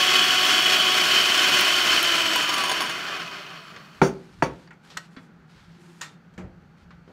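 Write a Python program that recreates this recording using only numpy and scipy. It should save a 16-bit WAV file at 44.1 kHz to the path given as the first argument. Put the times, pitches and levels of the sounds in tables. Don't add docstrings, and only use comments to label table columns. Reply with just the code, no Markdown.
import sys
import numpy as np
from scipy import signal
from scipy.fft import rfft, irfft
from scipy.io import wavfile

SR = 44100
rng = np.random.default_rng(int(sys.argv[2]) if len(sys.argv) > 2 else 0)


def voltage_ratio(level):
    return 10 ** (np.asarray(level, float) / 20)


def output_pcm(signal):
    pcm = np.clip(np.atleast_2d(signal).T, -1, 1) * 32767
    wavfile.write(sys.argv[1], SR, np.round(pcm).astype(np.int16))


N = 313992
TIME = np.arange(N) / SR


def rms_one(x):
    return x / np.sqrt(np.mean(x ** 2) + 1e-20)


def noise():
    return rng.standard_normal(N)


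def curve(rows):
    s, value = np.transpose(rows)
    return np.interp(TIME, s, value)


def band(x, low_hz, high_hz):
    sos = signal.butter(2, [low_hz, min(high_hz, .45 * SR)], "band", fs=SR, output="sos")
    return signal.sosfilt(sos, x + 1e-18)


def hump(x, centre_hz, width_hz):
    return rms_one(band(x, centre_hz - width_hz / 2, centre_hz + width_hz / 2))


def bell(hz, centre_hz, width_hz, power):
    return 1 / (1 + (2 * (hz - centre_hz) / width_hz) ** power)


def drift(rate_hz, step=1):
    r = np.exp(-2 * np.pi * rate_hz * step / SR)
    draws = rng.standard_normal((N + SR) // step + 2)
    slow = signal.lfilter([1], [1, -2 * r, r * r], draws)[SR // step:]
    return np.interp(np.arange(N) / step, np.arange(len(slow)), rms_one(slow))


def colour(x, spectrum, peaks):
    hz = np.arange(N // 2 + 1) * SR / N + 1
    at_hz, db = np.transpose(spectrum)
    level_db = np.interp(np.log(hz), np.log(at_hz), db)
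    for centre_hz, width_hz, lift_db in peaks:
        level_db = level_db + lift_db * bell(hz, centre_hz, width_hz, 2)
    return rms_one(irfft(rfft(x) * voltage_ratio(level_db), N))


def ring(clicks, hz, t60):
    r, w = voltage_ratio(-60 / (t60 * SR)), 2 * np.pi * hz / SR
    return signal.lfilter([0, np.sin(w)], [1, -2 * r * np.cos(w), r * r], clicks + 1e-18)


def dying(s, t60):
    out, at = np.zeros(N), round(s * SR)
    out[at:at + SR // 2] = voltage_ratio(-60 * TIME[:SR // 2] / t60)[:N - at]
    return out


def swells(rows, rise_db_per_s, fall_db_per_s, rest_db):
    level_db = np.full(N, float(rest_db))
    for s, length_s, db in rows:
        early_s, late_s = np.maximum(s - TIME, 0), np.maximum(TIME - s - length_s, 0)
        level_db = np.maximum(level_db, db - rise_db_per_s * early_s - fall_db_per_s * late_s)
    return voltage_ratio(level_db)


def appliance_drone():
    # frequency in Hz, level in dB per Hz.
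    spectrum = [(12, -56), (20, -26.5), (81, -18), (171, 0.5), (307, -14.5), (353, -13.5), (669, -22),
                (814, -18), (1050, -24.5), (1540, -20.5), (4980, -41.5), (6050, -41), (10300, -57.5),
                (14000, -54.5), (15600, -62)]
    # resonance in Hz, width in Hz, lift in dB.
    peaks = [(150.2, 8.8, 3), (170.3, 13, 8), (815, 46, 3), (1400, 240, 4.5)]
    return voltage_ratio(-51.5 + 0.53 * drift(6.8, step=50)) * colour(noise(), spectrum, peaks)


def kitchen(x):
    # band centre in Hz, t60 in seconds.
    decays = [(100, 0.55), (1000, 0.27), (4000, 0.19), (12000, 0.13)]
    t, tail = np.arange(SR // 2) / SR, 0
    for hz, t60 in decays:
        echoes = band(rng.standard_normal(len(t)), hz / 2.3, hz * 4.1)
        tail = tail + echoes * voltage_ratio(-60 * t / t60) * (t > .004)
    return signal.fftconvolve(x, tail / np.sqrt(np.sum(tail ** 2)))[:N]


def moving_about():
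    # frequency in Hz, level in dB per Hz.
    cloth_spectrum = [(530, -18), (900, -3), (1020, -1), (1070, -3.5), (1530, -2), (1750, -2.5), (2170, -5),
                      (4570, -7.5), (16000, -37.5)]
    # start in seconds, length in seconds, level in dB, crisp top in dB.
    moves = [(3.95, 0.7, -62.5, -77), (4.85, .05, -59, -73), (4.9, 0.16, -60.5, -77),
             (5.115, 0.14, -67.5, -75), (5.5, .15, -62, -87), (5.65, 0.17, -65, -91),
             (5.81, .22, -62.5, -69), (6.03, 0.11, -72, -76), (6.778, 0.059, -69, -88),
             (7.09, .1, -72, -90)]
    # time in seconds, level in dB.
    steps = [(4.0, -55), (4.4, -47), (5.35, -62), (5.58, -52), (6.42, -42), (6.84, -54), (6.95, -55),
             (7.079, -57)]
    cloth_rise, cloth_fall, step_rise, step_fall = 600, 350, 200, 75
    cloth = colour(noise() * voltage_ratio(1.3 * drift(150)), cloth_spectrum, [])
    rustling = swells([row[:3] for row in moves], cloth_rise, cloth_fall, -81.5)
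    crisp_rows = [(s, length_s, top_db) for s, length_s, _, top_db in moves]
    crisp = rms_one(band(cloth, 6300, 15000)) * swells(crisp_rows, cloth_rise, cloth_fall, -93)
    giving = swells([(s, 0, db) for s, db in steps], step_rise, step_fall, -74)
    boards = giving * rms_one(band(noise(), 45, 120))
    groan = hump(noise(), 351, 28) * swells([(5.75, .27, -59)], step_rise, cloth_fall, -90)
    fade_in = np.clip((TIME - 3.8) / 0.14, 0, 1)
    return fade_in * (voltage_ratio(3.0) * rustling * cloth + crisp + boards + groan)


def knocks():
    # time in seconds, level near 1.5 kHz in dB,
    # thud under 500 Hz in dB, brightness near 4 kHz in dB, t60 in seconds.
    dull = [(3.7206, -55, -43, -4, 0.16), (3.7618, -27.5, -44, -13.5, 0.09), (4.6747, -42, -64, -13, 0.068),
            (4.9024, -40.5, -50, -6, 0.28), (5.1646, -33.5, -48, -19, 0.17),
            (6.9057, -39.5, -59, -18, 0.16), (7.0768, -50.5, -43.5, -12.5, 0.17)]
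    bright = [(4.7073, -33, -59, -30, 0.11), (4.7294, -61, -56, -7, 0.11), (4.9716, -17, -44, -12.5, 0.055),
              (6.0107, -28.5, -54, -14, 0.15), (6.0131, -30.5, -53, -11, 0.33),
              (6.338, -51, -67.5, -15, 0.14), (6.3782, -33.5, -34.5, -22, 0.27)]
    # low edge in Hz, high edge in Hz.
    ranges_hz = [(935, 2100), (89.3, 640), (2400, 4960), (5200, 7900), (8600, 14000)]
    lasting, trims_db = (0.95, 1.57, 0.84, 0.69, .55), (-11, -4, -2, -3.5, -16)
    rows = []
    for table, top in ((dull, 2.6), (bright, 1)):
        for s, db, thud_db, bright_db, t60 in table:
            top_db = db + top * bright_db
            rows.append((s, (db, thud_db, db + bright_db, top_db, top_db), t60))
    out = 0
    for k, ((low_hz, high_hz), last, trim_db) in enumerate(zip(ranges_hz, lasting, trims_db)):
        bursts = sum(voltage_ratio(levels_db[k] + trim_db) * dying(s, last * t60) for s, levels_db, t60 in rows)
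        burst = band(bursts * noise(), low_hz, high_hz)
        out = out + band(burst, 0.63 * low_hz, 1.64 * high_hz) * np.sqrt(SR / 2 / (high_hz - low_hz))
    return out


def clacks():
    # start in seconds, frequency in Hz, level in dB, t60 in seconds.
    notes_left = [(4.675, 4600, -53, 0.039), (4.711, 1400, -46, .06), (4.97, 1520, -27.5, 0.03),
                  (4.972, 1890, -28.5, 0.065), (4.969, 1290, -30, 0.046), (5.171, 262, -32.5, 0.056),
                  (5.168, 1350, -48.5, 0.23), (5.168, 3400, -54, .15), (5.168, 4500, -58, .15),
                  (6.011, 1850, -38, 0.16), (6.013, 3600, -45, 0.29), (6.015, 6900, -25.5, 0.014),
                  (6.381, 184.6, -31.5, 0.38), (6.382, 349, -45, 0.57)]
    return sum(voltage_ratio(level_db) * dying(s, t60) * np.sin(2 * np.pi * hz * (TIME - s))
               for s, hz, level_db, t60 in notes_left)


def thumps():
    landings_s = [
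        4.0155,
        4.4224,
    ]
    # blow in dB, crack in Hz, body noise in dB, glass rattle in dB, rattle length in seconds.
    blows = [
        (-5, 850, -12.5, -35.5, 0.054),
        (-6.5, 983, -19.5, -37.5, 0.013),
    ]
    # frequency in Hz, level in dB, t60 in seconds.
    first_edge = [(146.3, 6, 0.21), (194, -7, 0.24), (388.4, 5, 0.18), (516.5, -29, 0.25),
                  (680, -14.5, 0.25), (856, -16, 0.23), (1620, -25, 0.19), (2040, -30, 0.24),
                  (2560, -25, 0.29), (2730, -38, 0.27)]
    second_edge = [(142, -10, 0.32), (244, -12, 0.092), (384, -13, 0.26), (667, -3, 0.085), (902, -3, 0.12),
                   (1114, -9, 0.22), (1599, -32, 0.27), (1940, -3, 0.074), (2300, -33, 0.14),
                   (3000, -31, 0.14)]
    # frequency in Hz, width in Hz, level in dB.
    glass = [(3424, 300, -4), (4600, 250, -2), (5650, 500, 3), (6200, 400, 1), (6750, 400, -4),
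             (8500, 1200, -7), (13500, 4000, -10)]
    contacts = ((0, -.35), (.0011, 1), (.003, -.6), (.0055, .35))
    out, hiss = np.zeros(N), noise()
    chatter = sum(voltage_ratio(db) * hump(hiss, hz, width_hz) for hz, width_hz, db in glass)
    chatter = rms_one(chatter + voltage_ratio(-2.0) * rms_one(band(hiss, 920, 8000)))
    for s, row, modes in zip(landings_s, blows, (first_edge, second_edge)):
        blow_db, crack_hz, body_db, rattle_db, length_s = row
        blow = np.zeros(N)
        for late_s, push in contacts:
            blow[round((s + late_s) * SR):][:16] = push * np.hanning(16) / 8
        crack = ring(blow, crack_hz, .025)
        crack = crack - voltage_ratio(-3) * ring(blow, crack_hz * 1.7, .025)
        crack = crack + voltage_ratio(-7) * ring(blow, crack_hz * 2.7, .015)
        out += voltage_ratio(blow_db) * crack
        for k, (hz, db, t60) in enumerate(modes):
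            out += (-1) ** k * voltage_ratio(blow_db + db - 11) * ring(blow, hz, t60)
        out += voltage_ratio(blow_db - 15.5) * ring(blow, 63.3, 0.51)
        body = rms_one(band(noise(), 142, crack_hz * 0.69))
        body = body + voltage_ratio(-9.5) * rms_one(band(noise(), 540, crack_hz * 2.16))
        out += voltage_ratio(body_db) * band(body * dying(s + 0.00197, 0.2), 95, 5800)
        fall_db = -400 * np.maximum(TIME - s - length_s, 0) - 60 * (TIME - s).clip(0, 1)
        rocking = (TIME > s + .002) * voltage_ratio(fall_db)
        out += voltage_ratio(rattle_db) * rocking * chatter
    return out


def ticks():
    # time in seconds, peak in dB, share that rings in the metal (0-1).
    spatters = [(0.456, -20, 0.1), (1.6097, -12.5, 0.1), (2.0284, -12, 0), (2.3592, -12.5, 0.26),
                (2.582, -19.5, 0.4)]
    clinks = [(2.4244, -24.5, 0.6), (2.4924, -20, 0.76), (2.5399, -23.5, 0.96), (2.6055, -24.5, 0.7),
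              (2.6374, -20.5, 0.7), (2.658, -24, 0.8), (2.683, -23, 0.6), (2.6951, -19, 0.64),
              (2.7156, -19, 0.8), (2.8067, -19.5, 0.6), (2.8187, -24, 0.8), (2.864, -35, 0.9),
              (2.8958, -24.5, 0.75)]
    # frequency in Hz, level in dB, t60 in seconds.
    modes = [(995, 9, .14), (1090, 8, .08), (800, 6, .05), (1600, 8, .04), (3000, 9, .04), (3450, 9, .04),
             (4600, 6, .04), (5400, 4, .05), (6600, 4, .06), (8650, -3, .07), (9270, -2, .08),
             (9710, -6, .07), (10610, -4, .08), (13660, -7, .04), (14300, -12, .04)]
    s, peak_db, share = np.array(spatters + clinks).T
    at, out = (s * SR).astype(int), np.zeros(N)
    share = np.clip(share, 0, 1)
    spread_db = rng.normal(0, 3.5, (len(at), len(modes)))
    for k, (hz, level_db, t60) in enumerate(modes):
        clicks = np.zeros(N)
        clicks[at] = share * voltage_ratio(peak_db + level_db - 12.5 + spread_db[:, k])
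        out += ring(clicks, hz, t60)
    snaps = sum((1 - part) * voltage_ratio(db - 3.0) * dying(start, 0.012)
                for start, db, part in zip(s, peak_db, share))
    return out + snaps * band(noise(), 4400, 16400)


def rubbing(slowed_db):
    # frequency in Hz, width in Hz, level in dB.
    frame = [(1222, 230, -38), (4400, 500, -46.5), (12000, 6100, -58)]
    hiss = noise()
    friction = sum(voltage_ratio(db) * hump(hiss, hz, width_hz) for hz, width_hz, db in frame)
    return voltage_ratio(1.27 * slowed_db) * friction


def whine(turns, speed, slowed_db):
    # multiple of the rotor rate, level at full speed in dB, dB lost per dB of speed,
    # change once the mixer is turned in dB, gain at the critical speed in dB.
    orders = [(1, -17, .4, 1.5, 5), (2, -35, 1.6, -4, 0), (3, -47, .8, -3, 5), (4, -43, 1.0, 1, 0),
              (6, -51, .9, 1.5, 0), (9, -30.5, 2.6, -9, 0), (12, -46, 2.2, -3, 0), (24, -59, .6, -2, 15),
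              (36, -56, 1.5, -7, 11), (48, -70, .1, 0, 0), (72, -70, .6, 0, 0), (96, -73, .35, 0, 0)]
    # frequency in Hz, width in Hz, lift in dB.
    passages = [(890, 110, -15), (985, 60, 5), (1125, 200, 13), (1380, 150, 6), (3120, 260, 7)]
    turned = np.clip((TIME - 1.03) / .06 + .5, 0, 1)
    shaking = bell(speed, 324, 28, 4)
    out = 0
    for multiple, full_db, law, turn_db, shake_db in orders:
        hz = multiple * speed
        level_db = full_db + law * slowed_db + turn_db * turned + shake_db * shaking
        for at_hz, width_hz, lift_db in passages:
            level_db = level_db + lift_db * bell(hz, at_hz, width_hz, 4)
        wobble = voltage_ratio(np.log(2 + multiple) * .7 * drift(10, step=50))
        cycles = multiple * turns + rng.random() + .04 * drift(12, step=50)
        radiated = np.minimum(hz / 780, 1) ** 4
        tone = wobble * np.sin(2 * np.pi * cycles)
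        out = out + (hz < .4 * SR) * radiated * voltage_ratio(level_db) * np.sqrt(2) * tone
    return out * np.clip((4 - TIME) / .1, 0, 1)


def roar(turns, slowed_db):
    # frequency in Hz, level in dB per Hz.
    spectrum = [(24, -77.5), (40, -29.5), (369, -7.5), (498, -13.5), (742, -11.5), (906, -15), (1110, -8.5),
                (1190, -10.5), (1460, -5), (1960, -8.5), (3000, -5), (3850, -12), (5330, -12.5),
                (8570, -23), (15600, -32)]
    # frequency in Hz, width in Hz, lift in dB.
    housing = [(365, 160, 1), (627, 120, 6.5), (1016, 51, 6), (1440, 880, 4), (2070, 62, 5),
               (2509, 71, 7.5), (3049, 300, 5), (4260, 27, 8.5), (4507, 150, 7), (5020, 170, -8.5),
               (5276, 210, 5), (8540, 435, -3), (9250, 250, 2.5), (10260, 300, -10), (511, 39, -8)]
    # level at full speed in dB, dB lost per dB of speed, share of the cream's drag.
    layers = [
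        (-27.5, 1.78, 0.2),
        (-23.5, 2.5, -0.026),
        (-33, 3.5, .1),
        (-22.5, 7, 0.93),
    ]
    # time in seconds, drag in dB.
    drag = [(0, -3.5), (.41, -6), (.61, -3), (.99, -3), (1.57, -3), (1.9, -1.5), (2.44, 0.5), (3.06, 10.5),
            (3.3, -5)]
    throb_db = np.sin(2 * np.pi * turns) + drift(46, step=20) + 0.72 * drift(4.4, step=50)
    rattle = noise() * voltage_ratio(throb_db + 0.77 * drift(860))
    bins, hz = rfft(colour(rattle, spectrum, housing)), np.arange(N // 2 + 1) * SR / N
    low, top = 1 / (1 + (hz / 2000) ** 4), 1 / (1 + (6000 / (hz + 1)) ** 4)
    parts = [irfft(bins * share, N) for share in (low, 1 - low - top, top)]
    beat = (turns / 26.8 + .035) % 1
    binding = noise() * voltage_ratio(-11 * beat * (1 + .3 * drift(8, step=50)))
    parts.append(hump(binding, 3050, 160))
    drag_db = curve(drag)
    gains = [voltage_ratio(full_db + law * slowed_db + share * drag_db) for full_db, law, share in layers]
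    gains[2] = np.hypot(gains[2], voltage_ratio(-68.5))
    stopped = np.clip((4.25 - TIME) / 0.25, 0, 1)
    return stopped * sum(rms_one(part) * gain for part, gain in zip(parts, gains))


def scene():
    # time in seconds, speed in turns per second.
    rotor = [(0, 370.2), (1.55, 370.2), (1.8, 359.5), (2.2, 333.5), (2.54, 299), (2.75, 260), (3.17, 186),
             (3.5, 131.5), (3.9, 70), (4.3, 15)]
    speed = curve(rotor)
    slowed_db = 20 * np.log10(speed / 370.2)
    turns = np.cumsum(speed * (1 + .0005 * drift(2.1, step=50))) / SR
    hits = band(ticks(), 500, 19000) + band(thumps(), 45, 19000) + knocks() + clacks()
    mixer = roar(turns, slowed_db) + whine(turns, speed, slowed_db) + rubbing(slowed_db)
    mono = mixer + hits + voltage_ratio(-14) * kitchen(hits) + moving_about() + appliance_drone()
    return np.array([mono, mono])


def top_cut(x):
    return signal.sosfilt(signal.butter(12, 16690, fs=SR, output="sos"), x)


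def record(dry):
    ceiling = .79
    held = dry / (1 + np.abs(dry / ceiling) ** 6) ** (1 / 6)
    low_pass = signal.ellip(12, .5, 80, 15680, fs=SR, output="sos")
    return top_cut(signal.sosfilt(low_pass, held))


dry = scene()
out = record(dry)
output_pcm(out)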